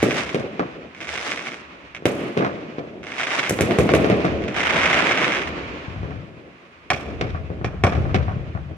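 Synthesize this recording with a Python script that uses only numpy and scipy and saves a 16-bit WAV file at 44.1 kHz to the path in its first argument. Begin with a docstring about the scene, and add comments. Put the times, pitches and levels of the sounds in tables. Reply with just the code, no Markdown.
"""A town across water at night: fireworks heard in stereo from a balcony.
Shells and mortars bang ahead, each a shock of five bands with near returns and a scattered tail;
a hillside on the left returns each about 0.3 s later, and other echoes, near and far, lie left too.
Clouds of crackling stars pop in random swarms, some stars popping out singly.
A valley of dense, fluttering noise rolls beneath, over a faint hiss."""
import sys
import numpy as np
from scipy import signal
from scipy.fft import rfft, irfft, next_fast_len
from scipy.io import wavfile
from scipy.ndimage import uniform_filter1d

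SR = 44100
rng = np.random.default_rng(int(sys.argv[2]) if len(sys.argv) > 2 else 0)


def generate_wav(signal):
    """Clip the signal to [-1, 1] and save it as 16-bit WAV at the path in sys.argv[1]."""
    frames = np.transpose(np.atleast_2d(signal))
    scaled = np.clip(frames, -1, 1) * 32767
    pcm = np.round(scaled).astype(np.int16)
    wavfile.write(sys.argv[1], SR, pcm)


N = 386751
SIZE = next_fast_len(N + SR // 4)
HZ = np.arange(SIZE // 2 + 1) * SR / SIZE
AHEAD_LAG_S, HILL_LAG_S = 0.00006, 0.00033  # how much later the right port hears each direction

# Shells bursting ahead; sent_db is the boom sent up the valley, the last two describe the hillside return:
# start_s, crack_db, edge_db, knock_db, boom_db, thump_db, sent_db, later_ms, return_db
SHELLS = [(0.0273, -11.5, -26, -20, -9, -29, -16, 4.5, -2.5),
          (2.0539, -7.5, -24.5, -17.5, -11, -30, -10.5, 6.5, -7),
          (3.4938, -13, -18.5, -36, -23, -35, -16.5, 1, -7.5),
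          (3.5074, -18, -46, -47, -16, -26, -12, 1.5, -11), (3.5879, -13, -47, -20, -20, -59, -18, 0.5, -7),
          (3.6074, -8.5, -21.5, -30, -14, -20.5, -9, -3.5, -8.5),
          (3.708, -13, -48, -18, -18, -35, -22.5, 23, 0.5),
          (3.7852, -10.5, -26, -15, -11, -18, -12, 0.8, -3.5),
          (3.8898, -11, -42, -15, -17, -30, -18.5, 0.2, -11),
          (3.936, -8, -29, -15.5, -9, -20.5, -16, 1.7, -6.5),
          (3.9493, -12.5, -27.5, -33, -22, -24, -8.5, -18, -13)]
# Mortars firing from the shore: same columns
MORTARS = [(6.9015, -5, -35.5, -14.5, -30.5, -34.5, -18, -4, -7.5),
           (6.9314, -18, -55, -26.5, -42, -32, -25, -3.5, -16),
           (7.644, -18, -63, -22, -22.5, -21, -32, -6.5, -7.5),
           (7.8363, -7.5, -34, -12, -15, -12, -16, -5.5, -4),
           (7.8662, -18, -66, -19, -24, -24, -33, -3, -16)]
# Spectrum of a shell's crack: frequency_hz, level_db
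CRACK = [(300, -59), (1200, -8.5), (2300, -2), (2900, -9.5), (3700, -12.5), (4300, -18), (5600, -20.5),
         (7500, -34.5), (16000, -70)]
# Near returns of a shell from water, floor and walls: delay_s, level_db
RETURNS = [(.0018, -5.5), (.0027, -3.5), (.0075, -15), (.012, -2.5), (0.018, -7.5), (0.028, -10),
           (0.037, -18)]
# Near returns of a mortar, fired low over the water: delay_s, level_db
MORTAR_RETURNS = [(.0017, -5), (.0027, 5), (.0052, -3), (.008, -5), (0.0111, -12.5), (.016, -8)]
# Spread in time of a shell's edge, crack, knock, boom and thump (one row each), against the band's level:
# front_db, near_db, short_db, short_t60_s, long_db, long_t60_s
TAILS = [(13, 8, -8.5, 0.037, -19, 0.75), (1, -9.5, -17, 0.12, -27, 0.75), (4, -4, -7.5, 0.17, -21.5, 0.71),
         (7, 0, -8.5, 0.27, -15, 0.89), (5.5, -4, -9.5, 0.54, -18, 1.32)]
# Spread in time of a mortar's bands: same rows and columns
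MORTAR_TAILS = [(8.3, 7.5, -10, 0.043, -19, 0.62), (1.3, -7, -15, 0.11, -27.5, 0.61),
                (5, -1, -7.5, 0.15, -18.5, 0.9), (7.9, -2.5, -6.5, 0.22, -15.5, 0.72),
                (5.6, 0.5, -7, 0.3, -20, 1.5)]


def shells():
    """Impulsive sources: each burst reaches the balcony as a direct shock with early reflections."""
    direct = np.array(SHELLS)[:, :6]
    return shocks(direct, AHEAD_LAG_S, 0.00025, CRACK, RETURNS, TAILS)


def mortars():
    """Impulsive sources low over water: strong early reflections follow a crack of several spectral peaks."""
    # Spectrum of a mortar's crack: frequency_hz, level_db
    mortar_crack = [(300, -56), (1200, -10), (1450, -13.5), (1730, -3), (2000, -10), (2370, 0.5),
                    (2900, -14), (3380, -10), (3800, -18.5), (4100, -18), (5000, -22), (5560, -16),
                    (6200, -25), (6640, -25.5), (7800, -31.5), (16000, -75)]
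    direct = np.array(MORTARS)[:, :6]
    return shocks(direct, AHEAD_LAG_S, 0.00008, mortar_crack, MORTAR_RETURNS, MORTAR_TAILS)


def shocks(table, lag_s, smear_s, crack, returns, tails, left_db=np.zeros(5)):
    """Superposition: a shock is five bands, each a front, early reflections and diffuse decay."""
    # Spectra of the other bands: frequency_hz, level_db
    edge = [(1500, -67), (4500, -14.5), (6000, -5.5), (9000, -8.5), (12000, -14.5), (16000, -30)]
    knock = [(150, -77.5), (560, -2.5), (720, 3.5), (920, -8.5), (1150, -1), (1800, -9.5), (6000, -78.5)]
    boom = [(30, -56), (130, -3.5), (320, 0), (550, -1.5), (900, -22.5), (4000, -93.5)]
    thump = [(15, -57), (50, -20), (78, -2.5), (125, -2), (200, -5.5), (600, -79)]
    rise_s = 0.0016  # the crest comes no sooner than this after the start
    start_s, crack_db, edge_db, knock_db, boom_db, thump_db = np.transpose(table)
    levels = edge_db, crack_db, knock_db, boom_db, thump_db
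    colours = edge, crack, knock, boom, thump
    t = np.arange(2 * SR) / SR
    port_s = np.array([[0], [lag_s]])
    tap_hz = np.arange(4097) * SR / 8192
    sides_s = smear_s * rng.random((len(returns), 2, 1))  # each return comes from its own side
    out = 0
    for db, colour, tail, lean_db in zip(levels, colours, tails, left_db):
        front_db, near_db, short_db, short_s, long_db, long_s = tail
        train = np.zeros(N)
        np.add.at(train, np.round(start_s * SR).astype(int), undb(db))

        # aligning the first big swing of every band gives one steep spike
        front = causal(colour)
        size = np.abs(front)
        onset = np.argmax(size > 0.5 * size.max())
        crest = onset + np.argmax(np.diff(size[onset:]) < 0)
        wait = np.zeros(max(int(rise_s * SR) - crest, 0))
        front = np.sign(front[crest]) * np.append(wait, front)
        front = front / np.abs(front).max()

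        taps = undb(front_db) * np.exp(-2j * np.pi * tap_hz * port_s)
        for (delay_s, return_db), side_s in zip(returns, sides_s):
            arrival_s = delay_s + port_s + side_s
            taps = taps + undb(return_db + near_db) * np.exp(-2j * np.pi * tap_hz * arrival_s)

        short = undb(short_db - 60 * t / short_s)
        long = undb(long_db - 60 * t / long_s)
        fade = (short + long) * np.minimum(t / 0.0021, 1)
        # dividing by the front's energy brings the noise tail near the level of the front
        echoes = scatter(train, fade / np.sqrt(np.sum(front ** 2)), lag_s)
        arrivals = rfft(train, SIZE) * rfft(irfft(taps), SIZE) + echoes
        lean = undb([[lean_db / 2], [-lean_db / 2]])
        out = out + arrivals * rfft(front, SIZE) * lean
    return irfft(out, SIZE)[:, :N]


def stars():
    """Small impulsive sources: single stars pop with fixed level ratios between their bands."""
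    # Stars that pop out of the swarms: start_s, crack_db
    star_pops = [(0.1073, -8.5), (0.1173, -14), (0.1245, -24), (0.1475, -22), (0.1602, -17),
                 (0.1816, -23.5), (0.1903, -26), (0.198, -15), (0.211, -18), (0.2226, -22), (0.2292, -25),
                 (0.2652, -23), (0.2914, -15.5), (0.947, -26), (0.963, -31.0), (0.9762, -33.5),
                 (1.0031, -22), (1.0103, -20), (1.0163, -20), (1.0275, -23), (1.0448, -21), (1.0703, -19),
                 (1.089, -14), (1.1331, -18.5), (1.1536, -13.5), (1.1758, -12), (1.2765, -20), (1.292, -17),
                 (1.3178, -9), (1.3732, -14), (1.3925, -17.5), (1.4091, -24), (1.4606, -18), (1.4685, -21),
                 (1.4763, -20.5), (1.4824, -19), (1.5177, -19.5), (1.5338, -22), (1.5417, -23),
                 (1.9471, -18), (1.9639, -21), (3.03, -26), (3.0386, -24), (3.0674, -18.5), (3.0851, -32),
                 (3.1106, -29), (3.1185, -16.5), (3.1335, -25.5), (3.1446, -28), (3.1806, -17),
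                 (3.188, -20), (3.1972, -16), (3.204, -13), (3.2122, -11), (3.2316, -8.5), (3.2682, -11),
                 (3.275, -17), (3.316, -19), (3.3325, -19), (3.386, -14.0), (3.3925, -5.5), (3.4295, -12.0),
                 (3.4375, -12.5), (3.4618, -12), (3.4717, -12), (4.4199, -25), (4.4378, -19.5),
                 (4.479, -18), (4.4931, -24), (4.5009, -29), (4.555, -24), (4.5633, -11.0), (4.571, -15),
                 (4.5844, -16), (4.5943, -16), (4.6033, -6.5), (4.6292, -12), (4.6605, -16),
                 (4.6763, -12.5), (4.6913, -15), (4.6988, -9.5), (4.7351, -11), (4.759, -9), (4.7934, -12),
                 (4.8141, -8), (4.8313, -5.5), (4.8558, -5.5), (4.9003, -7.5), (4.9286, -5), (4.942, -6),
                 (4.9886, -7), (5.0936, -8.5), (5.1107, -4.5), (5.1217, -7.5), (5.174, -5.5), (5.186, -11),
                 (5.2162, -9), (5.227, -12), (5.2348, -10.0), (5.2428, -7.5), (5.2802, -12), (5.3004, -15),
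                 (5.32, -8), (5.3358, -10), (5.3475, -9), (5.356, -15), (5.3691, -14), (5.3853, -15),
                 (5.394, -18), (5.4168, -12), (5.436, -21), (5.4727, -16)]
    # Star bands against the crack: edge_db, knock_db, boom_db, thump_db
    star_body = -37, -20.5, -26.5, -54
    # Spectrum of a star's crack: frequency_hz, level_db
    star_crack = [(300, -47), (1200, -9.5), (1700, -7.5), (2250, -2), (2800, -9.5), (3600, -14),
                  (4400, -25.5), (5800, -20.5), (7500, -33), (16000, -70)]
    # Near returns of a star: delay_s, level_db
    star_returns = [(.0018, -10.5), (.0027, -15.5), (.0079, -4), (.0165, -9)]
    # Spread in time, rows edge, crack, knock, boom, thump:
    # front_db, near_db, short_db, short_t60_s, long_db, long_t60_s
    star_tails = [(9.5, 7, -8, 0.037, -33, 0.45), (-1, -2, -15.5, 0.058, -37, 0.52),
                  (7.5, 1.5, -16, 0.051, -32, 0.6), (6.5, 6.5, -10.5, 0.13, -25, 0.71),
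                  (5, -4, -10, 0.45, -23, 1.1)]
    table = [(start_s, db, *np.add(db, star_body)) for start_s, db in star_pops]
    return shocks(table, AHEAD_LAG_S, 0.00016, star_crack, star_returns, star_tails)


def crackle(spread_db=3.5, biggest=3.15, hang_db=-29, hang_s=0.013, split_hz=4300):
    """Random point process: tiny pops of uneven size and side, each with a short diffuse hang."""
    # Spectrum of the cloud: frequency_hz, level_db
    star_colour = [(80, -74), (250, -13), (600, -3), (950, -6), (1400, -3), (2200, -3), (2900, -9),
                   (3750, -17), (4200, -26.5), (5800, -31), (7000, -37), (10000, -47), (16000, -82)]
    clumps_db = 1.8  # spread of pop clumps before slewing, some 25 a second
    chance, side = rng.random(N), rng.standard_normal(N)
    size = undb(spread_db * np.minimum(rng.exponential(size=N), biggest))
    db, treble_db, log_rate = swarms()
    gains = undb([db, db + treble_db] + clumps_db * walk(25))
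    rate = 10 ** np.clip(log_rate, 2, None) / SR  # chance of a pop at each sample
    pops = (chance < rate) * size / np.sqrt(rate)  # even power whatever the rate
    hang = undb(hang_db) * np.exp(-np.arange(SR // 10) / SR / hang_s)
    cloud = pair(pops, pops * side, AHEAD_LAG_S) + scatter(pops, hang, AHEAD_LAG_S)
    cloud = cloud * rfft(causal(star_colour), SIZE)
    low = 1 / (1 + (HZ / split_hz) ** 8)
    return sum(gain * unit(irfft(cloud * band, SIZE)[:, :N]) for gain, band in zip(gains, (low, 1 - low)))


def swarms():
    """Varying event density: level and log10 pops a second swell, arch and die together."""
    # Course of each swarm: first_s, full_s, loudest_s, dying_s, last_s
    swarm_times = [(-0.2, 0.0, 0.21, 0.24, 0.42), (0.97, 1.13, 1.3, 1.43, 1.62),
                   (3.03, 3.2, 3.38, 3.49, 3.56), (4.5, 4.575, 4.9, 5.36, 5.49)]
    # Strength of each swarm: level_db, treble_db (against that level)
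    swarm_levels = [(-27.5, -10), (-30, -8.5), (-25.5, -12.5), (-20, -17)]
    # Level against level_db at those five times: first_db, full_db, loudest_db, dying_db, last_db
    swarm_arch = -18, -4, 1, -4.5, -17.5
    densest, thins_per_db = 3.35, 0.02  # log10 pops a second at level_db; decades lost per dB under it
    t = np.arange(N) / SR
    db, treble_db, log_rate = np.full((3, N), -200.0)
    for times, (full_db, top_db) in zip(swarm_times, swarm_levels):
        on = (t >= times[0]) & (t < times[-1])
        under_db = np.interp(t[on], times, swarm_arch)
        db[on] = full_db + under_db
        treble_db[on] = top_db
        log_rate[on] = np.minimum(densest + thins_per_db * under_db, densest)
    return db, treble_db, log_rate


def hillside():
    """Specular reflection: every shell and mortar returns late, recoloured and from the left."""
    # What the hillside does to each band: crack_db, edge_db, knock_db, boom_db, thump_db
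    hill_gain = 0, -13.5, -0.5, 3, -2
    hill_s = 0.3125  # usual wait for the return
    columns = np.transpose(SHELLS + MORTARS)
    start_s, crack_db, edge_db, knock_db, _, thump_db, sent_db, later_ms, return_db = columns
    bands = np.column_stack([crack_db, edge_db, knock_db, sent_db, thump_db])
    heard_s = start_s + hill_s + later_ms * 1e-3
    table = np.column_stack([heard_s, bands + return_db[:, None] + hill_gain])
    count = len(SHELLS)
    from_shells = shocks(table[:count], HILL_LAG_S, 0.00022, CRACK, RETURNS, TAILS)
    from_mortars = shocks(table[count:], HILL_LAG_S, 0.00026, CRACK, MORTAR_RETURNS, MORTAR_TAILS)
    return from_shells + from_mortars


def other_echoes():
    """Multiple reflection: other echoes, near and far, from the left, with little of the highest band."""
    # Low thuds just after the bangs, parts of the hillside return, and later, duller echoes:
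    # start_s, crack_db, knock_db, boom_db, thump_db
    echo_levels = [(0.5935, -18.5, -15.5, -17.5, -43), (2.022, -48, -41, -31.5, -55),
                   (2.3683, -32, -22, -19, -46), (2.407, -24, -16, -19, -48),
                   (2.422, -23, -18.5, -16.5, -44), (2.4461, -18, -16, -25, -41),
                   (2.463, -24, -17.5, -26, -43), (2.7822, -29, -27, -22, -55),
                   (3.7992, -24, -30, -17, -27), (3.813, -30, -32, -21, -30.5),
                   (3.965, -30, -28, -19.5, -25), (4.2446, -35, -16, -18, -50), (5.879, -48, -39, -38, -28),
                   (5.96, -48, -33, -51, -28), (6.0303, -34, -30, -27.5, -24.5),
                   (6.1069, -35, -32.5, -37, -29), (6.158, -41.5, -48.5, -35.5, -30.5),
                   (7.222, -45, -26, -25, -24.5), (7.3459, -50, -25, -34, -30), (7.501, -49, -33, -26, -28),
                   (7.612, -46, -30, -30, -41), (7.739, -54, -44, -40, -29), (7.922, -23, -20.5, -24, -31),
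                   (7.975, -45, -38, -38, -27), (8.0524, -41, -27.5, -44, -35), (8.094, -48, -28, -35, -24),
                   (8.1542, -32, -32, -25, -16), (8.281, -39, -21, -38, -23.5), (8.401, -52, -48, -45, -33),
                   (8.5492, -45, -27, -36.5, -23.5), (8.711, -54, -41, -40.5, -33)]
    # Left minus right level: edge_db, crack_db, knock_db, boom_db, thump_db
    echo_left = 0, -0.5, -0.5, 1, 5.5
    edge_under_db = -43  # edge against crack
    table = [(start_s, db, db + edge_under_db, *body) for start_s, db, *body in echo_levels]
    return shocks(table, HILL_LAG_S, 0.0003, CRACK, RETURNS, TAILS, echo_left)


def valley():
    """Reverberant field: bangs and swarms feed the stored energy of the middle and treble."""
    # How the valley holds the middle and the treble (one row each):
    # bang_db, swarm_db, build_s, t60_s, drop_db (after the last big slope), town_db (quiet level)
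    valley_bands = [(-13.5, -8.5, 0.043, 3.49, 0, -56.5), (-21.5, -9, 0.12, 3.14, -7.5, -51)]
    columns = np.transpose(SHELLS + MORTARS)
    return roll(*(held(columns[0], columns[6], *band) for band in valley_bands))


def held(start_s, db, bang_db, swarm_db, build_s, t60_s, drop_db, town_db):
    """Energy convolution: source power passes through a build-up and exponential decay; returns dB."""
    farthest_s = 0.9  # the last big slope answers this late; after it the field drops
    step = int(0.002 * SR)
    t = np.arange(0, N, step) / SR
    drop = drop_db / (1 + np.exp((farthest_s - t) / 0.02))
    shape = (1 - np.exp(-t / build_s)) * undb(-60 * t / t60_s + drop) ** 2
    power = undb(swarms()[0][::step] + swarm_db) ** 2 / shape.sum()
    np.add.at(power, (start_s * SR / step).astype(int), undb(db + bang_db) ** 2)
    field = np.convolve(power, shape)[:len(t)]
    return 10 * np.log10(np.interp(np.arange(N) / SR, t, field) + undb(town_db) ** 2)


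def roll(middle_db, treble_db):
    """Diffuse noise: three bands flutter in level, the treble less alike in the ports and later on the right."""
    # Level of the deep rumble: time_s, level_db
    rumble = [(0.0, -39), (0.15, -51), (0.5, -59), (1.25, -52), (1.7, -63), (2.2, -52), (3.35, -61),
              (3.66, -60), (3.9, -44), (4.4, -33.5), (4.86, -43), (5.74, -42.5), (6.01, -31.5), (6.1, -52),
              (6.62, -73), (6.92, -51), (7.2, -26.5), (7.42, -32), (7.62, -29.5), (8.12, -28),
              (8.35, -28.5), (8.5, -33), (8.77, -34.5)]
    # Spectra of the three bands: frequency_hz, level_db
    deep = [(15, -71), (45, -9.5), (75, 5), (120, -6), (180, -12), (600, -75)]
    middle = [(30, -77), (100, -8.5), (160, 2.5), (320, 5), (650, -1), (800, -10), (1200, -32),
              (4000, -97.5)]
    treble = [(300, -39), (700, -10), (1100, -3), (1600, -6.5), (2500, -6), (4050, -20), (6500, -30),
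              (9000, -46.5), (16000, -89)]
    levels = over_time(rumble) + [middle_db, treble_db]
    # colour, flutter rate in Hz, flutter in dB before slewing, lag in s, share of the usual likeness
    bands = [(deep, 12, 3.5, AHEAD_LAG_S, 1),
             (middle, 30, 3.2, AHEAD_LAG_S, 1),
             (treble, 40, 1.5, HILL_LAG_S, 0.5)]
    out = 0
    for db, (colour, rate, flutter_db, lag_s, share) in zip(levels, bands):
        mid, side = rng.standard_normal((2, N))
        band = irfft(undb(over_hz(colour)) * pair(mid, side, lag_s, share), SIZE)[:, :N]
        out = out + unit(band) * undb(db + flutter_db * walk(rate))
    return out


def hiss():
    """Low-passed white noise, independent in the two ports."""
    before_filter_db, cutoff_hz = -70, 8000
    low_pass = signal.butter(2, cutoff_hz, fs=SR)
    return undb(before_filter_db) * signal.lfilter(*low_pass, rng.standard_normal((2, N)))


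def scatter(train, fade, lag_s):
    """Diffuse reflection: spectra of ragged noise whose power follows every pulse with the given fade."""
    ragged_db, lumps_db = 4, 1.5  # fast and slow level spread before slewing
    ragged = unit(undb(ragged_db * walk(220) + lumps_db * walk(45)))
    envelope = np.sqrt(np.abs(convolve(train ** 2, fade ** 2))) * ragged
    mid, side = envelope * rng.standard_normal((2, N))
    return pair(mid, side, lag_s)


def pair(mid, side, lag_s, share=1):
    """Stereo coherence: spectra of two ports from a shared and a scattered part, later on the right."""
    # Left-right likeness by frequency: frequency_hz, likeness (0 to 1)
    likeness = [(60, 0.58), (200, 0.98), (500, 0.73), (1000, 0.41), (2000, 0.31), (4000, 0.13),
                (12000, 0.053)]
    alike = share * np.clip(over_hz(likeness), 0, 1)
    shared = np.sqrt((1 + alike) / 2) * rfft(mid, SIZE)
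    apart = np.sqrt((1 - alike) / 2) * rfft(side, SIZE)
    return np.array([shared + apart, (shared - apart) * np.exp(-2j * np.pi * HZ * lag_s)])


def causal(colour):
    """Minimum phase: folding the cepstrum gives the causal response with this gain in dB."""
    cepstrum = irfft(over_hz(colour)[::64] * np.log(10) / 20)
    half = len(cepstrum) // 2
    cepstrum[1:half] *= 2
    cepstrum[half + 1:] = 0
    return irfft(np.exp(rfft(cepstrum)))[:half]


def walk(rate):
    """Slow modulation: random levels held 1 / rate s and slewed by two moving averages."""
    hold = int(SR / rate)
    steps = np.repeat(rng.standard_normal(N // hold + 1), hold)
    return uniform_filter1d(uniform_filter1d(steps, hold), hold)[:N]


def convolve(x, response):
    """Linear superposition: x through a response, cut to the scene's length."""
    return signal.oaconvolve(x, response)[:N]


def undb(db):
    """Logarithmic level: dB to amplitude gain."""
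    return 10 ** (np.asarray(db) / 20)


def over_hz(table):
    """Logarithmic frequency: a (frequency, value) table at every bin."""
    hz, value = np.transpose(table)
    return np.interp(np.log(HZ + 1), np.log(hz), value)


def over_time(table):
    """Linear interpolation: the columns of a time curve at every sample."""
    s, *columns = np.transpose(table)
    return [np.interp(np.arange(N) / SR, s, column) for column in columns]


def unit(x):
    """Power normalisation: scaled to rms 1."""
    return x / np.sqrt(np.mean(x ** 2))


def scene():
    """Superposition of the shocks, stars, crackle, echoes, valley and hiss."""
    direct = shells() + mortars() + stars() + crackle()
    echoes = hillside() + other_echoes()
    return direct + echoes + valley() + hiss()


def record(dry):
    """Transduction: the ports differ in colour, the peaks saturate softly and the top is cut."""
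    # Left minus right response: frequency_hz, level_db
    port_lean = [(60, 3.5), (250, -0.5), (600, .5), (1200, 2), (2300, -6), (4000, -1.5), (8000, 2.5),
                 (15000, -2)]
    top_hz = 16300
    lean = undb(over_hz(port_lean) * np.array([[0.5], [-0.5]]))
    x = irfft(rfft(dry, SIZE) * lean, SIZE)[:, :N]
    x = x / (1 + np.abs(x) ** 6) ** (1 / 6)
    low_pass = signal.ellip(8, 0.2, 70, top_hz, fs=SR, output="sos")
    return signal.sosfilt(low_pass, x)


dry = scene()
out = record(dry)
generate_wav(out)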